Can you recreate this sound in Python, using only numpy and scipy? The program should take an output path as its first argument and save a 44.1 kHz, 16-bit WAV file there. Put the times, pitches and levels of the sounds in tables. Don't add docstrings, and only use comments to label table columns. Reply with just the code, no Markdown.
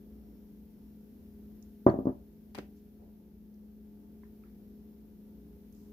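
import sys
import numpy as np
from scipy import signal
from scipy.fft import rfft, irfft
from scipy.io import wavfile
from scipy.ndimage import uniform_filter1d

SR = 44100
rng = np.random.default_rng(int(sys.argv[2]) if len(sys.argv) > 2 else 0)


def dump_mix(stems):
    frames = np.atleast_2d(stems).T
    limited = np.clip(frames, -1, 1)
    pcm = np.round(limited * 32767).astype(np.int16)
    wavfile.write(sys.argv[1], SR, pcm)


N = 261072
T = np.arange(N) / SR


def undb(db):
    return 10 ** (np.asarray(db) / 20)


def unit(x):
    return x / np.sqrt(np.mean(x ** 2))


def sides(pan_db):
    return undb(np.array([[pan_db], [-pan_db]]) / 2)


def fade(t, t60):
    return np.exp(-np.log(1000) * t / t60)


def on_log(table, hz):
    table_hz, values = np.transpose(table)
    return np.interp(np.log(np.maximum(hz, 1)), np.log(table_hz), values)


def band(x, hz, width_hz):
    top = min(width_hz / 2 + np.hypot(hz, width_hz / 2), SR / 2.2)
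    bottom = hz * hz / top * .999
    return signal.sosfilt(signal.butter(2, [bottom, top], "band", fs=SR, output="sos"), x)


def walk(rate):
    hold = int(SR / rate)
    steps = np.repeat(rng.standard_normal(N // hold + 1), hold)
    return 1.3 * uniform_filter1d(uniform_filter1d(steps, hold), hold)[:N]


# freq_hz, likeness [0-1]
LIKENESS = [(60, 0.81), (290, 0.91), (640, 0.3), (1400, .0)]


def diffuse(size):
    mid, side = rfft(rng.standard_normal((2, size)))
    alike = np.clip(on_log(LIKENESS, np.fft.rfftfreq(size, 1 / SR)), 0, 1)
    mid = mid * np.sqrt((1 + alike) / 2)
    side = side * np.sqrt((1 - alike) / 2)
    return irfft(np.array([mid + side, mid - side]), size)


def coloured(x, spectrum):
    gain = undb(on_log(spectrum, np.fft.rfftfreq(N, 1 / SR)))
    return unit(irfft(rfft(x) * gain, N))


def tail(x, bands, start_s, spread):
    t = T[:SR // 2]
    noise, answer = diffuse(len(t)), 0
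    swell = np.clip(t / start_s - .5, 0, 1)
    for hz, db, t60 in bands:
        part = band(noise, hz, hz * spread) * fade(t, t60) * swell
        answer = answer + undb(db) * part / np.sqrt(t60 * SR / np.log(1e6))
    mono = x.mean(0, keepdims=True)
    return signal.fftconvolve(mono, answer, axes=1)[:, :N]


def burst(s, db, hz, width_hz, t60, pan_db):
    out, t, start = np.zeros((2, N + SR)), T[:SR // 4], int(s * SR)
    noise = band(diffuse(SR // 2), hz, width_hz)[:, SR // 4:]
    x = noise * fade(t, t60) * np.minimum(t * width_hz * 2, 1)
    x = x / np.abs(x).max(1, keepdims=True)
    out[:, start:start + len(t)] = undb(db) * sides(pan_db) * x
    return out[:, :N]


def ring(s, db, hz, t60, pan_db, rise_s):
    t = np.maximum(T - s, 0)
    tone = np.sin(2 * np.pi * hz * t) * fade(t, t60) * np.minimum(t / rise_s, 1)
    return undb(db) * sides(pan_db) * tone


# pitch_hz, level_db (before HUM_DB)
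FRIDGE_TONES = [(58.7, -67), (82.1, -68.5), (164.2, -70.5), (185.7, -67.5), (211.5, -53), (245.6, -64.5),
                (265, -76.5), (293.6, -68), (352.3, -73), (411.3, -67), (423.5, -80), (470, -80),
                (512, -83), (705, -87.5), (881, -90.5)]
# pitch_hz, left_minus_right_db
HUM_PLACE = [(60, 3.5), (300, 2), (420, -.5), (900, -2)]
HUM_DB, HUM_WAVER_DB, MAIN_WAVER_DB = -0.66, 3, 1.5


def fridge():
    hum, top_db = 0, max(db for _, db in FRIDGE_TONES)
    for hz, db in FRIDGE_TONES:
        phase = 2 * np.pi * (hz * T + rng.random() + 0.25 * walk(5))
        waver_db = MAIN_WAVER_DB if db == top_db else HUM_WAVER_DB
        level = np.sqrt(2) * undb(db + waver_db * walk(6))
        hum = hum + level * sides(on_log(HUM_PLACE, hz)) * np.sin(phase)
    return undb(HUM_DB) * hum


# freq_hz, density_db (per Hz)
RUMBLE_SHAPE = [(22, -7), (40, -4.5), (60, 4), (85, -6), (125, -11.5), (190, -5.5), (260, -7.5), (400, -12),
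                (520, -18.5), (640, -24), (900, -29.5), (1400, -39), (2500, -62)]
RUMBLE_DB = -57


def low_rumble():
    return undb(RUMBLE_DB) * coloured(diffuse(N), RUMBLE_SHAPE) * undb(walk(11))


# freq_hz, density_db (per Hz)
HISS_SHAPE = [(710, -35), (1200, -7.5), (1510, -2.5), (2380, -5.5), (5180, -8), (5470, -6.5), (5710, -7.5),
              (8440, -15.5), (12100, 0.5), (14800, 0.5), (16000, -4.5)]
HISS_DB, HISS_PAN_DB = -71, 0.88


def microphone_hiss():
    return undb(HISS_DB) * coloured(rng.standard_normal((2, N)), HISS_SHAPE) * sides(HISS_PAN_DB)


# time_s, level_db (before its waver)
WHINE_LEVEL = [(0, -98), (.7, -90), (1.1, -98), (1.4, -110), (5.92, -105)]
WHINE_HZ, WHINE_WAVER_DB = 5464, 5.5


def thin_whine():
    level_db = np.interp(T, *np.transpose(WHINE_LEVEL)) + WHINE_WAVER_DB * walk(12)
    return undb(level_db) * np.sin(2 * np.pi * WHINE_HZ * T)


# time_s, level_db
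SWELL = [(0, -0.2), (.8, -0.3), (1.6, 0.84), (2.2, -1.3), (2.7, -0.8), (3.4, -3), (4.1, -1.3), (4.4, -.1),
         (5.1, -0.94), (5.92, 0.6)]


def background():
    steady = fridge() + low_rumble() + microphone_hiss()
    return undb(np.interp(T, *np.transpose(SWELL))) * steady + thin_whine()


# start_s, peak_db, centre_hz, left_minus_right_db
DRY_TICKS = [(1.6252, -54.5, 6230, -6), (2.053, -67.5, 5470, 11), (3.542, -67, 5600, -5),
             (5.7252, -60, 10800, 1), (5.7254, -65, 6100, -4), (5.748, -64, 6200, -5)]
TICK_WIDTH_HZ, TICK_T60_S = 1900, .022


def ticks():
    out = 0
    for s, db, hz, pan_db in DRY_TICKS:
        out = out + burst(s, db, hz, TICK_WIDTH_HZ, TICK_T60_S, pan_db)
    return out


# centre_hz, level_db, t60_s
ROOM_BANDS = [(88.8, -12, .3), (170, -4.5, .3), (353.4, -6, 0.29), (716, -4, .3), (1440, -3.5, 0.19),
              (3054, -10.5, .25), (5760, -2.5, .2), (11480, -10.5, 0.16)]


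def kitchen(x):
    return tail(x, ROOM_BANDS, 0.0049, 0.59)


# start_s, blow_db, edge [0-1 across the foot]
BLOWS = [(1.8663, -5.5, 0.19), (1.8739, -26, 0), (1.891, -18.5, 0.5), (1.942, -23.5, .6), (1.960, -31, .64),
         (1.989, -24, 1), (2.008, -37, 0.97), (2.031, -42, 1), (2.056, -25, 0.8), (2.0708, -20, 1),
         (2.0779, -25.5, .6), (2.094, -28.5, .9)]
# pitch_hz, near_db (struck by edge 0), far_db (struck by edge 1), t60_s, left_minus_right_db
TABLE_MODES = [(60, -0.5, -7, .3, 1.5), (87.9, 1, -9.5, 0.15, 2), (124.1, -2.5, -10, 0.17, 2.5),
               (204.7, -20, -22, .15, 3.5), (263.3, -12, -4, 0.0807, 4), (327.3, -14, -14, 0.081, 6.5),
               (350, -11, -2.5, 0.011, 6), (372.7, -9, -18.5, 0.11, -1), (479, -26, -23, 0.061, -8),
               (585.5, -19.5, -23.5, 0.11, 0.5), (661, -24.5, -27.5, .08, -9.5),
               (714, -23.5, -24, .1, -7.5), (793, -29, -29.5, 0.083, -15.5),
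               (1037, -21.5, -29.5, 0.073, -0.5), (1168, -27.5, -28.5, 0.101, -9)]
# centre_hz, level_db, t60_s
DENSE_MODES = [(892, -4.5, 0.12), (1270, 2, .2), (1816, 9.5, .17), (2370, 8, .15)]
# centre_hz, level_db (against the scrape's blow), t60_s
SCRAPE_BANDS = [(3004, -57, 0.2), (5170, -61, .18), (8500, -58, .03), (12500, -60, .05)]
CONTACT_MS, LONGER_PER_DB = .7, 0.0144
SCRAPE_DB, SETTLE_DB_PER_S = 3.5, -120
JERK_DB = 1
PORT_LAG_MS = 0.29


def bowl():
    near, far, strike = np.zeros((3, N))
    for s, db, edge in BLOWS:
        contact_s = CONTACT_MS / 1000 * (1 - LONGER_PER_DB * db)
        u = (T - s) / contact_s
        pulse = undb(db) * (1 - 3 * u ** 2) / (1 + u ** 2) ** 3
        near += (1 - edge) * pulse
        far += edge * pulse
        scrape_db = db + SCRAPE_DB + SETTLE_DB_PER_S * (s - BLOWS[0][0])
        strike[int((s - 2 * contact_s) * SR)] = undb(scrape_db)

    jerk, t = near + far, T[:SR // 2]
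    out = undb(JERK_DB) * jerk + tail(jerk[None], DENSE_MODES, 0.0009, 0.47)
    for hz, near_db, far_db, t60, pan_db in TABLE_MODES:
        mode = np.sin(2 * np.pi * hz * t) * fade(t, t60) * 2 * np.pi * hz / SR
        push = undb(near_db) * near + undb(far_db) * far
        out += sides(pan_db) * signal.fftconvolve(push, mode)[:N]
    out[1] = np.roll(out[1], int(PORT_LAG_MS * SR / 1000))

    grit = diffuse(N)
    for hz, db, t60 in SCRAPE_BANDS:
        envelope = signal.fftconvolve(strike, fade(t, t60))[:N]
        out += undb(db) * envelope * unit(band(grit, hz, hz * .6))
    return out


def glass_ping():
    return ring(s=1.897, db=-41, hz=4360, t60=.013, pan_db=-5, rise_s=.003)


# start_s, level_db, brightness_db (per octave), left_minus_right_db
CAN_GRIPS = [(2.5478, -43, 2, 4.5), (2.5514, -42, 2, 1), (2.578, -42, -2, 5), (2.585, -32.5, -1.2, -0.5)]
# centre_hz, width_hz, level_db (against the grip), t60_s
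CAN_RINGS = [(259, 250, -1, 0.052), (725, 700, 1, 0.038), (1900, 1600, -5, .04), (3800, 2000, -8, .03),
             (6500, 3000, -14, .016), (11500, 6000, -17, .02)]


def grips():
    out, pivot_hz = 0, CAN_RINGS[1][0]
    for s, db, bright_db, pan_db in CAN_GRIPS:
        for hz, width_hz, ring_db, t60 in CAN_RINGS:
            tilt_db = bright_db * np.log2(hz / pivot_hz)
            out = out + burst(s, db + ring_db + tilt_db, hz, width_hz, t60, pan_db)
    return out


# start_s, length_s, level_db, centre_hz
SKIN_RUBS = [(2.549, .12, -62, 12500), (2.553, 0.074, -52, 2000), (2.586, .13, -62, 2400),
             (2.76, .085, -76, 5500), (2.984, 0.21, -63, 589), (4.234, 0.082, -70, 1500),
             (4.44, .11, -70, 1370), (5.718, 0.35, -73.5, 6100), (5.722, .1, -71, 11000),
             (5.844, 0.09, -71, 690)]
RUB_WIDTH = .6


def rubs():
    noise, out = diffuse(N) * undb(0.88 * walk(370)), 0
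    for s, length_s, db, hz in SKIN_RUBS:
        u = np.clip((T - s) / length_s, 0, 1)
        shape = np.minimum(u / .15, 1) * (1 - u) ** 2
        out = out + shape * undb(db) * unit(band(noise, hz, hz * RUB_WIDTH))
    return out


# start_s, level_db, pitch_hz, left_minus_right_db
HOLLOW_TAPS = [(4.2334, -57, 1016, -9), (4.4365, -58.5, 1325, -7)]
TAP_T60_S = .03
OVERTONE, OVERTONE_DB = 1.82, -5.5


def taps():
    out = 0
    for s, db, hz, pan_db in HOLLOW_TAPS:
        over_hz = hz * OVERTONE
        out = out + ring(s, db, hz, TAP_T60_S, pan_db, rise_s=.0012)
        out = out + burst(s, db + OVERTONE_DB, over_hz, hz * .25, TAP_T60_S / OVERTONE, pan_db)
    return out


def scene():
    touch = ticks() + grips() + rubs() + taps()
    knock, ping = bowl(), glass_ping()
    to_room = knock + undb(-8) * ping + undb(0.5) * touch
    return knock + ping + touch + kitchen(to_room) + background()


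BOTTOM_HZ, TOP_HZ = 42.3, 15550


def record(dry):
    lean = signal.sosfilt(signal.butter(4, BOTTOM_HZ, "high", fs=SR, output="sos"), dry)
    return signal.sosfilt(signal.ellip(12, .2, 80, TOP_HZ, fs=SR, output="sos"), lean)


dry = scene()
out = record(dry)
dump_mix(out)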